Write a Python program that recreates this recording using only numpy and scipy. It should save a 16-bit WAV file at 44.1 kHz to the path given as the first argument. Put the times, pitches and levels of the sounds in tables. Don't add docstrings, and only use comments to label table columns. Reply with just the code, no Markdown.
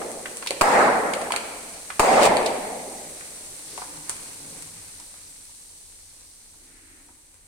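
import sys
import numpy as np
from scipy import signal
from scipy.fft import rfft, irfft, next_fast_len
from scipy.io import wavfile
from scipy.ndimage import uniform_filter1d, map_coordinates

SR = 44100
rng = np.random.default_rng(int(sys.argv[2]) if len(sys.argv) > 2 else 0)


def inscribe(sig):
    pcm = np.round(np.clip(np.atleast_2d(sig).T, -1, 1) * 32767)
    wavfile.write(sys.argv[1], SR, pcm.astype(np.int16))


N = 329427

# start in seconds, levels of crack,
# slap, air push and echo in dB, pitch of the bottle's hollow in Hz, its boost in dB.
BOTTLE_BURSTS = [(-0.74, -4, -10, -20, -5.5, 380, 5), (0.6102, 0, -7, -17, -6.5, 1470, 8),
                 (1.9942, -1, -13.5, -17.5, -6, 500, 0.5)]
# frequency in Hz, seconds to fall by 60 dB.
GARAGE_T60 = [(60, 2.2), (250, 2.055), (600, 1.77), (1000, 1.364), (2000, 1.58), (4000, 1.22), (9000, .6)]
# time in seconds, level in dB.
ROLL_LEVEL = [(3.5, 0.5), (4.55, 1), (5.7, -10), (6.6, -10.5), (7.47, -13)]
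# start in seconds, knock in Hz, knock in dB, crack in dB.
BUCKLES = [(0.015, 1240, -28, -45), (0.256, 1556, -24, -43.5), (0.424, 1120, -30, -33.5),
           (0.461, 970, -30, -31), (0.471, 3700, -20.5, -25), (0.506, 530, -21, -21.5),
           (1.135, 2180, -25, -24.5), (1.214, 905, -34.5, -30.5), (1.304, 905, -20, -42),
           (1.320, 1000, -25, -20.5), (1.336, 930, -19, -32), (1.361, 1190, -23.5, -20.5),
           (1.901, 1390, -23.5, -42), (2.368, 2310, -28, -22.5), (2.460, 3800, -21, -23.5),
           (3.208, 1430, -35.5, -44.5)]
# frequency in Hz, width in Hz, level in dB.
WALL_MODES = [(2290, 550, -0.5), (4500, 290, 0)]
# start in seconds, knock in dB, tick in dB.
CHIP_POPS = [(0.115, -44, -32), (0.369, -44, -28), (3.776, -28.5, -32.5), (3.817, -28, -39),
             (4.094, -29.5, -19.5), (4.165, -46, -35), (4.622, -48, -32), (4.999, -46, -38.5),
             (5.139, -46.5, -46.5), (7.087, -50.5, -60), (7.341, -62.5, -47)]
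# time of full flow in seconds, hold in seconds, jet in dB, slop in dB.
FOAM_SQUIRTS = [(0.644, 0.088, -35, -39), (0.728, 0.016, -34, -23.5), (2.069, 0.09, -31.5, -30),
                (2.232, .03, -21, -23)]
# midpoint and length in seconds, resonance and its width in Hz, level in dB.
RUBBER_GROANS = [(3.763, .1, 394, 250, -49.5), (3.768, .22, 4830, 3000, -47), (3.963, 0.25, 302, 45, -54.5),
                 (3.99, 0.1, 156, 30, -51.5), (4.52, 0.27, 300, 500, -53), (4.655, 0.47, 159, 34.7, -58),
                 (4.652, 0.71, 89.3, 40, -59.5), (6.901, 0.63, 290, 111, -62.5),
                 (6.855, 0.43, 1870, 1300, -59.5)]

# frequency in Hz, level in dB.
RIP_SPECTRUM = [(60, -26.5), (250, -8), (700, 1), (1200, 0), (1700, -9), (2600, -8.5), (3500, -22),
                (4400, -14), (5600, -20.5), (8500, -12), (11500, -25.5), (16000, -32.5)]
ECHO_SPECTRUM = [(30, -23.5), (60, -29), (110, -28), (160, -19.5), (230, -8.5), (310, -11), (480, -3),
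                 (780, 2), (1050, -4.5), (1450, -15), (2100, -12.5), (3200, -27.5), (4400, -24),
                 (6000, -26), (8500, -17.5), (12000, -36)]
FIZZ_SPECTRUM = [(1470, -43.5), (2500, -15.5), (3360, -12.5), (4210, -8), (5230, -13.5), (6150, -5),
                 (6860, -6.5), (8460, 2.5), (10000, -2), (11400, -14), (13900, -14.5), (15200, -21),
                 (16000, -23)]
RUMBLE_SPECTRUM = [(53, -29.5), (90, -7), (118, -5.5), (156, 2), (201, -3.5), (303, 1), (341, -3.5),
                   (515, -2.5), (668, -8), (804, -5.5), (1200, -11), (1560, -38.5), (2640, -120)]
GRIT_SPECTRUM = [(400, -25.5), (800, -5), (1300, -1.5), (2200, 3), (3000, -5), (4500, -25.5)]
TREAD_SPECTRUM = [(2500, -25.5), (4200, -0.5), (6000, 0), (8000, -22)]
IDLE_SPECTRUM = [(12, -27), (20, -1.5), (39, -1.5), (54, -13.5), (87, -3.5), (108, -18.5), (140, -24.5),
                 (180, -46.5), (310, -120)]
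TICK_SPECTRUM = [(2500, -15), (5000, -9), (7000, -2), (8500, 3.5), (10000, -1), (11500, -16.5),
                 (16000, -20)]
JET_SPECTRUM = [(800, -17.5), (2200, 4), (4500, -0.5), (6500, -4), (8500, 2), (10000, -7), (11500, -17.5),
                (16000, -16.5)]
SLOP_SPECTRUM = [(40, -24), (120, -17), (220, -7.5), (320, -6.5), (540, 1), (850, -3), (1400, -17),
                 (2200, -15), (4000, -35.5), (8000, -60.5)]


def amp(db):
    return 10 ** (np.asarray(db) / 20)


def unit(x):
    return x / np.sqrt(np.mean(x ** 2) + 1e-20)


def along(points, hz):
    f, v = np.transpose(points)
    return np.interp(np.log(hz + 1), np.log(f + 1), v)


def colour(points):
    return lambda hz: amp(along(points, hz))


def resonances(modes):
    return lambda f: sum((-1) ** k * amp(db) * 1j * f * width / (hz * hz - f * f + 1j * f * width)
                         for k, (hz, width, db) in enumerate(modes))


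def wobble(rate):
    return map_coordinates(rng.standard_normal(int(N * rate / SR) + 4), [np.arange(N) * rate / SR])


def swell(t, peak_s):
    return (t / peak_s * np.exp(1 - t / peak_s)) ** 2


def filtered(x, response):
    n = x.shape[-1]
    padded = next_fast_len(n + 4096, True)
    return irfft(rfft(x, padded) * response(np.fft.rfftfreq(padded, 1 / SR)), padded)[..., :n]


def spaced_mics(pair, response, unrelated_hz=1420):
    alike = lambda hz: .9 * np.sinc(hz / unrelated_hz) / (1 + (hz / unrelated_hz / 2) ** 2)
    mid, side = filtered(pair, lambda hz: response(hz) * np.sqrt([1 + alike(hz), 1 - alike(hz)]))
    return unit(np.array([mid + side, mid - side]))


def noise(response, size=N):
    return spaced_mics(rng.standard_normal((2, size)), response)


def grains(spectrum, rate, spread_db):
    clicks = (rng.random((2, N)) < rate / SR) * rng.choice([-1, 1], (2, N))
    sizes = amp(spread_db * np.minimum(rng.standard_normal((2, N)), 3))
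    return spaced_mics(clicks * sizes, colour(spectrum))


def add(out, s, sound):
    i = round(s * SR)
    part = sound[:, max(-i, 0):N - i]
    out[:, max(i, 0):max(i, 0) + part.shape[1]] += part


def garage_decay(x):
    hz, t, spectrum = signal.stft(x, SR, nperseg=512)
    speckle = rng.standard_normal(spectrum.shape[1:])
    clumps = unit(uniform_filter1d(uniform_filter1d(speckle, size=3, axis=0), size=3, axis=1))
    depth_db = along([(300, .5), (1200, 2.2)], hz)[:, None]
    fallen_db = 60 * t / along(GARAGE_T60, hz)[:, None]
    return signal.istft(spectrum * amp(depth_db * clumps - fallen_db), SR, nperseg=512)[1]


def bursts(rise_s=0.0014, crack_t60=0.052, slap_s=0.0071, early_db=-13, early_t60=0.36,
           push_s=0.0055, recoil_s=.02, build_s=0.016):
    out, t = np.zeros((2, N)), np.arange(3 * SR) / SR
    for s, crack_db, slap_db, push_db, echo_db, hollow_hz, hollow_db in BOTTLE_BURSTS:
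        slap = amp(slap_db) * swell(np.maximum(t - slap_s, 0), peak_s=0.0011)
        fade = amp(-60 * t / crack_t60) + slap + amp(early_db - 60 * t / early_t60)
        rip = noise(colour(RIP_SPECTRUM), size=len(t)) * fade * (1 - np.exp(-t / rise_s))
        rip /= np.sqrt(np.mean(rip[:, :SR // 100] ** 2))
        suction = 1.6 * swell(np.maximum(t - push_s, 0), push_s) + 0.37 * swell(t, recoil_s)
        push = 0.79 * swell(t, push_s) - suction
        hollow = lambda hz: amp(hollow_db * np.exp(-(np.log2((hz + 1) / hollow_hz) / 0.49) ** 2))
        walls = noise(lambda hz: colour(ECHO_SPECTRUM)(hz) * hollow(hz), size=len(t))
        echo = garage_decay(walls)[:, :len(t)] * (1 - np.exp(-t / build_s))
        add(out, s, amp(crack_db) * rip + amp(push_db) * push + amp(echo_db) * echo)
    return out


def fizz(level_db=-40, fresh_db=2.5, fresh_s=.5, fade_s=4.28, fade_db_per_s=4.5):
    t = np.arange(N) / SR
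    fresh = sum((t > s) * np.exp(-np.abs(t - s) / fresh_s) for s, *_ in BOTTLE_BURSTS)
    fizz_db = level_db + fresh_db * fresh - fade_db_per_s * np.maximum(t - fade_s, 0)
    return amp(fizz_db + .3 * wobble(6.8)) * grains(FIZZ_SPECTRUM, rate=7000, spread_db=-0.5)


def car(rumble_db=-55, grit_db=-53.5, tread_db=-52, idle_db=-61, dry_s=6.3, dry_db_per_s=9.5):
    t = np.arange(N) / SR
    roll_db = np.interp(t, *np.transpose(ROLL_LEVEL))
    dried_db = dry_db_per_s * np.maximum(t - dry_s, 0)
    rumble = amp(rumble_db + roll_db + 1.2 * wobble(11)) * noise(colour(RUMBLE_SPECTRUM))
    grit = amp(grit_db + roll_db + 1.1 * wobble(18)) * grains(GRIT_SPECTRUM, rate=1000, spread_db=1)
    wet_hiss = amp(tread_db + .6 * roll_db - dried_db) * grains(TREAD_SPECTRUM, rate=3000, spread_db=6)
    idle = amp(idle_db) * noise(colour(IDLE_SPECTRUM))
    return rumble + grit + wet_hiss + idle


def snap(hz, knock_db, crack_db, tick_db, scatter_t60, knock_width=1.04, peak_s=0.0019, scatter_db=-8):
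    t = np.arange(SR // 5) / SR
    scatter = amp(scatter_db - 60 * t / scatter_t60) * (1 - np.exp(-t / peak_s))
    hollow = resonances([(hz, knock_width * hz, 0)])
    ring = .6 * np.sin(2 * np.pi * hz * t + rng.normal(0, .6, (2, 1))) * swell(t, 2 / hz)
    body = noise(lambda f: hollow(f) ** 2, size=len(t))
    knock = ring + np.hypot(0.55 * swell(t, .0035), scatter) * body
    crack = noise(lambda f: resonances(WALL_MODES)(f) / (1 + (f / 7000) ** 4), size=len(t))
    tick = noise(colour(TICK_SPECTRUM), size=len(t))
    spike = 1.3 * swell(t, peak_s) ** 4
    edge = (amp(crack_db) * crack + amp(tick_db) * tick) * np.hypot(spike, scatter)
    return amp(knock_db) * knock + edge


def buckles():
    out = np.zeros((2, N))
    for s, hz, knock_db, crack_db in BUCKLES:
        add(out, s, snap(hz, knock_db, crack_db, tick_db=crack_db - 1.5, scatter_t60=.12))
    return out


def garage_echo(x):
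    walls = colour([(200, 1.0), (1200, -4), (2500, -3.0), (5000, -6.0), (12000, -11)])
    tail = garage_decay(noise(walls, size=2 * SR))
    return signal.fftconvolve(x, tail / np.linalg.norm(tail[0]), axes=1)[:, :N]


def chips(count=32, strays_per_s=3, stray_knock_db=-48, stray_tick_db=-42, spread_db=2.5, knock_hz=950):
    out, chance = np.zeros((2, N)), rng.random((count, 2))
    times = (np.arange(count) + chance[:, 0]) / strays_per_s
    sizes_db = np.interp(times, *np.transpose(ROLL_LEVEL)) + spread_db * (2 * chance[:, 1] - 1)
    strays = [(s, stray_knock_db + db, stray_tick_db + db)
              for s, db in zip(times, sizes_db) if s < N / SR]
    for s, knock_db, tick_db in list(CHIP_POPS) + strays:
        add(out, s, snap(knock_hz, knock_db, crack_db=tick_db - 14, tick_db=tick_db, scatter_t60=0.17))
    return out


def squirt_gain(s, hold_s, fall_db_per_s, rise_db_per_s=400):
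    t = np.arange(N) / SR
    return amp(-rise_db_per_s * np.maximum(s - t, 0) - fall_db_per_s * np.maximum(t - s - hold_s, 0))


def squirts(slop_stretch=1.66, echo_db=-12):
    jet = sum(amp(db) * squirt_gain(s, hold_s, fall_db_per_s=520) for s, hold_s, db, _ in FOAM_SQUIRTS)
    spill = sum(amp(db) * squirt_gain(s, hold_s * slop_stretch, fall_db_per_s=85)
                for s, hold_s, _, db in FOAM_SQUIRTS)
    drops = grains(JET_SPECTRUM, rate=700, spread_db=4.5)
    spray = jet * (.68 * noise(colour(JET_SPECTRUM)) + .6 * drops)
    slop = spill * grains(SLOP_SPECTRUM, rate=900, spread_db=3)
    return spray + amp(echo_db) * garage_echo(spray) + slop


def groans():
    out, t = np.zeros((2, N)), np.arange(N) / SR
    for s, length_s, hz, width_hz, db in RUBBER_GROANS:
        rubber = resonances([(hz, width_hz, 0)])
        rub = np.exp(-(2 * (t - s) / length_s) ** 4)
        out += amp(db) * rub * noise(lambda f: rubber(f) ** 2)
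    return out


def scene():
    bangs_foam_and_car = bursts() + squirts() + fizz() + car() + groans()
    crackle = buckles() + chips()
    return bangs_foam_and_car + crackle + amp(-9) * garage_echo(crackle)


def record(dry, limit_db=-12.0, release_db_per_s=62, top_hz=16000):
    power = np.abs(uniform_filter1d(np.mean(dry ** 2, axis=0), size=441))
    excess_db = np.maximum(10 * np.log10(power + 1e-12) - limit_db, 0)
    climb_db = release_db_per_s * np.arange(N) / SR
    ducked = dry * amp(climb_db - np.maximum.accumulate(excess_db + climb_db))
    clipped = ducked / (1 + np.abs(ducked) ** 6) ** (1 / 6)
    return filtered(clipped, lambda hz: hz < top_hz)


dry = scene()
out = record(dry)
inscribe(out)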